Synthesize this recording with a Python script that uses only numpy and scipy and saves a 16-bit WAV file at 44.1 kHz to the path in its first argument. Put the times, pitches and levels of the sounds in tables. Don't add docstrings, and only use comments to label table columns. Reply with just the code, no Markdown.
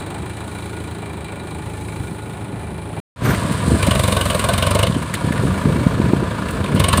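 import sys
import numpy as np
from scipy import signal
from scipy.fft import rfft, irfft, next_fast_len
from scipy.io import wavfile
from scipy.ndimage import uniform_filter1d

SR = 44100
rng = np.random.default_rng(int(sys.argv[2]) if len(sys.argv) > 2 else 0)


def field_ratio(decibels):
    return 10 ** (np.asarray(decibels, dtype=float) / 20)


def to_wav(s):
    ch = np.atleast_2d(s).T
    pcm = np.round(np.clip(ch, -1, 1) * 32767)
    wavfile.write(sys.argv[1], SR, pcm.astype(np.int16))


N = 308700
T = np.arange(N) / SR
FAR, NEAR = 0, 1


def unit(x):
    return x / np.sqrt(np.mean(x ** 2))


def ring(x, hz, width):
    return signal.lfilter(*signal.iirpeak(hz, hz / width, SR), x)


def colour(x, points):
    hz, db = np.transpose(points)
    size = next_fast_len(len(x))
    log_hz = np.log(np.arange(size // 2 + 1) * SR / size + 1)
    gain = field_ratio(np.interp(log_hz, np.log(hz), db))
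    return irfft(rfft(x, size) * gain, size)[:len(x)]


def walk(rate):
    hold = int(SR / rate)
    steps = np.repeat(rng.standard_normal(N // hold + 1), hold)
    smooth = uniform_filter1d(uniform_filter1d(steps, hold), hold)
    return unit(smooth[:N])


def gains(table):
    s, *columns = np.transpose(table)
    return [field_ratio(np.interp(T, s, db)) for db in columns]


def span(start_s, end_s, rise_s, fall_s):
    return (1 + np.tanh((T - start_s) / rise_s)) * (1 - np.tanh((T - end_s) / fall_s)) / 4


# time_s, firing_rate_hz
ENGINE_SPEED = [
    [(0, 23.71), (.35, 27.72), (.9, 27.61), (1.2, 26.5), (3.1, 27.01)],
    [(3.1, 24.21), (3.85, 24.21), (4.1, 23.21), (4.45, 20.8), (4.62, 22.92), (4.85, 26.04), (5.5, 27.46),
     (6.6, 27.02), (6.78, 24.92), (6.87, 22.18), (7, 21.99)],
]
CYCLE_AT_START = [.52, .46]


def firings(part):
    rate = np.interp(T, *np.transpose(ENGINE_SPEED[part]))
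    turn = np.cumsum(rate) / SR
    turn_at_first_row = np.interp(ENGINE_SPEED[part][0][0], T, turn)
    turn = turn + (CYCLE_AT_START[part] - turn_at_first_row) % 1
    number = turn.astype(int)
    return number, T - np.interp(number, turn, T), rate


# pitch_hz, width_hz, level_db (over the broad knock)
BLOCK_RINGS = [
    [(2354, 100, 13), (3920, 120, -0.5), (870, 40, -23), (1442, 11, 11.5), (9300, 170, -6.5)],
    [(553, 150, 7.5), (603, 114, 3), (1106, 75, -1), (1512, 32, 7), (2180, 180, 1), (2400, 150, 1),
     (2935, 320, 5), (3630, 250, 3.5), (4020, 93, 1.5), (4680, 50, -2), (8550, 115, 6.5), (10060, 280, -8)],
]
# pitch_hz, gain_db
KNOCK_SPECTRUM = [
    [(200, -33), (300, 4.5), (485, -12.5), (852, -9), (1400, -12.5), (2340, -20), (4000, -16),
     (5600, -29.5), (8500, -21), (12000, -41), (16000, -20)],
    [(200, -38), (350, -9.5), (560, -10), (680, -8), (800, -19), (1070, -1.5), (1400, -14.5), (1890, -14.5),
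     (4040, -15.5), (5700, -16.5), (8500, -23), (12000, -22), (16000, -24.5)],
]
# pitch_hz, gain_db
TICK_SPECTRUM = [(1500, -29), (4000, -1), (9000, -5), (13000, -6), (16000, 0.5)]
# time_s, change_db (of the first two block rings), chug_db (basic chug depth of the whirr)
ASPECT = [(0, -8, 4), (.9, 1, 5), (1.8, 1, 5), (3, -5, 5), (3.2, 0, 2), (4.85, 0, 4), (5.2, -6, 7)]


def knock(part, number, since, rise_s, tail_db, tail_s, tail_hz, scatter_db, mode_scatter_db,
          tick_db, tick_scatter_db):
    chance = rng.standard_normal((number[-1] + 1, 1 + len(BLOCK_RINGS[part])))
    strength = chance[number, 0]
    swell = since / rise_s
    burst = swell ** 2 * np.exp(2 - 2 * swell) * rng.standard_normal(N)
    dull = signal.lfilter(*signal.butter(1, tail_hz, fs=SR), rng.standard_normal(N))
    rattle = field_ratio(tail_db) * np.tanh(swell) * np.exp(-since / tail_s) * dull
    broad = colour(field_ratio(scatter_db * strength) * (burst + rattle), KNOCK_SPECTRUM[part])

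    rings = []
    for k, (hz, width, db) in enumerate(BLOCK_RINGS[part]):
        drive = field_ratio(db + mode_scatter_db * chance[number, k + 1]) * broad
        rings.append(ring(drive, hz, width))
    facing = gains(ASPECT)[0]
    body = broad + facing * sum(rings[:2]) + sum(rings[2:])

    tick_swell = swell * np.exp(-3 * swell) * field_ratio(tick_scatter_db * strength)
    tick = colour(tick_swell * rng.standard_normal(N), TICK_SPECTRUM)
    return unit(body) + field_ratio(tick_db) * unit(tick)


# pitch_hz, gain_db
WHIRR_SPECTRUM = [
    [(60, -28.5), (120, -7), (250, -13.5), (413, -8), (489, -17.5), (847, -12.5), (1290, -21), (2340, -27),
     (4000, -34.5), (5600, -64), (8500, -44.5), (12000, -60.5), (16000, -40)],
    [(60, -13.5), (120, -0.5), (200, -5.5), (356, -18.5), (671, -10.5), (812, -27.5), (982, -9.5),
     (1320, -18), (1700, -16), (1890, -22), (4050, -27), (8000, -40.5), (16000, -60)],
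]
# pitch_hz, width_hz, level_db (over the hiss)
WHINES = [
    [(561, 14, -13.5), (880, 6, -22), (1435, 3.7, -19.5), (1750, 12, -20.5), (1963, 12, -21.5),
     (2365, 28, -17.5)],
    [(190, 7.1, -6.5), (973, 88, -12), (1195, 39, -15), (1420, 40, -16), (1723, 11, -20), (2283, 34, -22.5)],
]


def whirr(part, since, flicker_db, chug_s, hiss_share):
    swell = since / chug_s
    chug = gains(ASPECT)[1] ** (swell * np.exp(1 - swell))
    gain = field_ratio(flicker_db * walk(60)) * chug
    sound = unit(colour(gain ** hiss_share * rng.standard_normal(N), WHIRR_SPECTRUM[part]))
    for hz, width, db in WHINES[part]:
        sound = sound + field_ratio(db) * unit(ring(gain ** 2 * rng.standard_normal(N), hz, width))
    return sound


# harmonic (multiple of the firing rate), level_db (relative to each other)
EXHAUST_HARMONICS = [(1, -37), (2, -5.5), (3, 3), (4, 3.5), (5, -24), (6, 1), (7, -1.5), (8, -6.5),
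                     (9, -35), (10, -20.5), (11, -12), (12, -11), (13, -14), (14, -13), (15, -8),
                     (16, -12.5)]


def hum(number, since, waver_db, spread):
    samples_per_firing = np.interp(number, *np.unique(number, return_counts=True))
    turn = number + since / samples_per_firing * SR
    gear_teeth, gear_db, gear_from_s = 32, -12, 1.2
    mesh = np.cos(2 * np.pi * gear_teeth * uniform_filter1d(turn, SR // 10))
    gear_gain = field_ratio(gear_db + waver_db * walk(3.2)) * span(gear_from_s, 2 * T[-1], .2, .2)
    stack = 0
    for k, db in EXHAUST_HARMONICS:
        tone = np.cos(2 * np.pi * (k * turn - spread * k * k))
        stack = stack + field_ratio(db + waver_db * walk(7.24)) * tone
    return gear_gain * mesh + unit(stack)


# pitch_hz, gain_db
SPRAY_SPECTRUM = [(1000, -17.5), (2500, 4), (5600, 2.5), (9000, -1.5), (12000, -7), (16000, -1.5)]


def spray():
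    grit = field_ratio(2 * walk(500) + walk(25))
    hiss = unit(colour(grit * rng.standard_normal(N), SPRAY_SPECTRUM))
    drift_db = 2.2
    drift = 0
    for hz in [4500, 6500, 8400, 10200, 12500, 15000]:
        drift = drift + (field_ratio(drift_db * walk(2.5)) - 1) * ring(hiss, hz, hz / 5)
    hz, width, bright_db = 9900, 900, -9.5
    band = unit(ring(ring(rng.standard_normal(N), hz, width), hz, width))
    bright = field_ratio(bright_db) * span(0, PARTS[FAR][1], .1, .01) * band
    return hiss + drift + bright


# time_s, knock_db, whirr_db, spray_db
LIGHT_THROTTLE = [
    [(0, -33, -30, -55.5), (.6, -35, -32.5, -46), (1.2, -37.5, -33, -55.5), (1.9, -36, -34.5, -46),
     (2.4, -40, -33, -50), (3, -42, -31.5, -48.5)],
    [(3.16, -44, -17.5, -35), (3.5, -53, -22, -33.5), (4.82, -33, -22, -34.5), (4.92, -36, -27.5, -37),
     (5.3, -56, -24.5, -39), (6.4, -57, -25.5, -43.5), (6.76, -38, -25, -43), (7, -47, -20, -31.5)],
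]
# opens_s, shuts_s, knock_db (added to light throttle), exhaust_db (at 22.5 firings/s)
PULLS = [(3.8, 4.875, -20.5, -19.5), (6.774, 7.2, -18, -17)]


def tractor(part):
    number, since, rate = firings(part)
    knock_gain, whirr_gain, spray_gain = gains(LIGHT_THROTTLE[part])
    exhaust_gain = field_ratio(-30)
    for opens, shuts, knock_db, exhaust_db in PULLS:
        load = span(opens, shuts, 0.011, 0.024)
        knock_gain = knock_gain + load * field_ratio(knock_db)
        bark = field_ratio(exhaust_db + 1.1 * (rate - 22.5))
        exhaust_gain = exhaust_gain * (1 - load) + load * bark
    if part == FAR:
        hits = knock(part, number, since, rise_s=0.004, tail_db=2.5, tail_s=0.029, tail_hz=7000,
                     scatter_db=1, mode_scatter_db=3.5, tick_db=-16, tick_scatter_db=2.5)
        hiss = whirr(part, since, flicker_db=1, chug_s=.01, hiss_share=1.2)
        pipe = hum(number, since, waver_db=1.5, spread=.06)
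    else:
        hits = knock(part, number, since, rise_s=0.0058, tail_db=-2.0, tail_s=0.033, tail_hz=3000,
                     scatter_db=0, mode_scatter_db=5.5, tick_db=-13.5, tick_scatter_db=3.5)
        hiss = whirr(part, since, flicker_db=1, chug_s=.0055, hiss_share=.6)
        pipe = exhaust(number, push_s=0.0026)
    return knock_gain * hits + whirr_gain * hiss + exhaust_gain * pipe + spray_gain * spray()


# pitch_hz, gain_db
WIND_SPECTRUM = [(40, -22.5), (70, 1.5), (130, 2.5), (250, -5), (500, -10), (1000, -29.5), (2000, -68)]
# time_s, level_db
BREEZE = [
    [(0, -38), (1.5, -34), (3, -33)],
    [(3.16, -25), (4.1, -24.5), (4.5, -31), (7, -22.5)],
]
# start_s, end_s, level_db
GUSTS = [(1.86, 2.155, -41.5), (3.21, 3.324, -18), (3.674, 3.768, -18), (4.9, 5.048, -26),
         (5.236, 5.5, -24.5), (5.525, 5.583, -22.5), (5.649, 5.837, -19), (5.897, 5.94, -20),
         (5.983, 6.107, -19.5), (6.134, 6.253, -25.5), (6.32, 6.57, -41), (6.697, 6.83, -22.5)]


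def wind(part):
    gain = gains(BREEZE[part])[0]
    for start, end, db in GUSTS:
        gain = gain + field_ratio(db) * span(start, end, 0.009, 0.009)
    lumps = field_ratio(2 * walk(45)) * rng.standard_normal(N)
    eddies_per_s, eddy_db, eddy_hz = 25, 6.5, 163
    chance = rng.standard_normal((200, 3))
    times = .05 + np.cumsum(field_ratio(3.5 * chance[:, 0])) / eddies_per_s
    rows = []
    for s, (_, loudness, pitch) in zip(times, chance):
        if s < T[-1]:
            rows.append((s, eddy_db + 1.8 * loudness, eddy_hz * field_ratio(2.7 * pitch)))
    return gain * (unit(colour(lumps, WIND_SPECTRUM)) + buffets(rows))


# centre_s, level_db, pitch_hz (at the centre)
HARD_BUFFETS = [(1.878, -19.5, 148), (2.007, -12.5, 114), (2.119, -13, 144), (3.274, -6, 164),
                (3.318, -16, 140), (3.514, -6, 158), (3.679, -7, 275), (3.722, -4.5, 220), (3.751, -4, 225),
                (3.887, -1, 206), (3.97, -6, 118), (4.884, -7.5, 162), (4.901, -4, 156), (4.967, -4, 210),
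                (5.247, -5, 165), (5.277, -5, 157), (5.309, -6, 210), (5.397, -6.5, 123), (5.438, -3, 323),
                (5.455, -4.5, 164), (5.66, -1, 155), (5.723, -5, 169), (5.763, -8, 184), (5.816, -5, 200),
                (5.869, 4, 172), (6.002, -0.5, 226), (6.045, -2.5, 132), (6.136, 3.5, 256),
                (6.17, -4.5, 176), (6.232, -6, 242), (6.749, -4, 156), (6.773, -7, 158), (6.991, -4.5, 177)]


def buffets(rows):
    half = SR // 25
    out, t = np.zeros(N + SR), np.arange(-half, half) / SR
    for (s, db, hz), phase in zip(rows, rng.random(len(rows))):
        cycles = t * hz
        swing = np.tanh(1.35 * np.cos(2 * np.pi * (phase + cycles - 0.22 * cycles ** 2)))
        at = int(s * SR) - half
        out[at:at + len(t)] += field_ratio(db) * np.exp(-(cycles / 0.51) ** 2) * swing
    return out[:N]


# pitch_hz, width_hz, level_db (relative to each other)
PIPE_RINGS = [(94.5, 19.5, 3.5), (70, 16, -4.5), (195, 26, -10), (276, 210, -20), (560, 120, -5)]


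def exhaust(number, push_s):
    pushes = np.diff(number, prepend=number[0]).astype(float)
    pushes = np.roll(pushes, int(0.00686 * SR))
    thumps = np.convolve(pushes, np.hanning(int(push_s * SR)), "same")
    return unit(sum(field_ratio(db) * unit(ring(thumps, hz, width)) for hz, width, db in PIPE_RINGS))


# pitch_hz, gain_db
SURGE_SPECTRUM = [(500, -3), (1500, 10), (4000, -16), (6000, 0), (9000, -38), (13000, -1), (16000, -14)]


def surge():
    start_s, end_s, level_db, edge_s = 3.225, 3.355, -26.5, .012
    rough = field_ratio(2.8 * walk(120)) * rng.standard_normal(N)
    return field_ratio(level_db) * span(start_s, end_s, edge_s, edge_s) * unit(colour(rough, SURGE_SPECTRUM))


# start_s, level_db (before a 5 dB cut of all), pitch_hz, tick_db (over the ring)
CLANKS = [(3.305, -13, 1610, -16), (3.3455, -10.5, 1910, -14), (3.52, -21.5, 1950, 4),
          (4.9227, -19.5, 3540, -18), (5.0258, -28, 1500, 6.5), (5.1389, -8.5, 1980, -3),
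          (5.1494, -13.5, 3300, -20), (5.323, -12.5, 1750, -12), (5.377, -12.5, 1770, -26),
          (6.4842, -15, 2350, -15.5), (6.5068, -20.5, 1590, 1), (6.641, -19, 3560, -27),
          (6.66, -16, 2390, -27), (6.7484, -22, 1670, 1)]


def clanks():
    out, t = np.zeros(N + SR), np.arange(SR // 20) / SR
    onset = 1 - np.exp(-t / 0.00063)
    for s, db, hz, tick_db in CLANKS:
        tick = unit(colour(rng.standard_normal(len(t)), TICK_SPECTRUM)) * np.exp(-t / 0.0069)
        scrape = unit(ring(rng.standard_normal(len(t)), hz, 0.18 * hz)) * np.exp(-t / 0.0063)
        at = int(s * SR)
        out[at:at + len(t)] += field_ratio(db - 5.0) * (field_ratio(tick_db) * tick + scrape) * onset
    return out[:N]


# start_s, end_s
PARTS = [(0, 3.001), (3.16, 7.1)]


def scene():
    extras = buffets(HARD_BUFFETS) + clanks() + surge()
    far, near = [((T >= start) & (T < end)) * (tractor(part) + wind(part) + extras)
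                 for part, (start, end) in enumerate(PARTS)]
    fade_s, fade_from_db = 0.091, -23
    fade = field_ratio(fade_from_db * np.clip(1 - (T - PARTS[NEAR][0]) / fade_s, 0, 1))
    return (far + fade * near)[None, :]


def band_limit(x):
    return signal.sosfilt(signal.butter(12, 16210, fs=SR, output="sos"), x)


# pitch_hz, gain_db
PORT_RESPONSE = [(25, -19.5), (60, -1.5), (100, -1), (4200, -2.5), (5700, -8.5), (7000, -3), (8900, 7),
                 (10300, 2.5), (11500, -0.5), (13000, -6.5), (14500, -6), (15400, -3.5), (15900, -35)]


def record(dry):
    heard = colour(dry[0], PORT_RESPONSE)[None, :] * (dry != 0)
    mix = np.clip(heard, -1, 1)
    return band_limit(mix)


dry = scene()
out = record(dry)
to_wav(out)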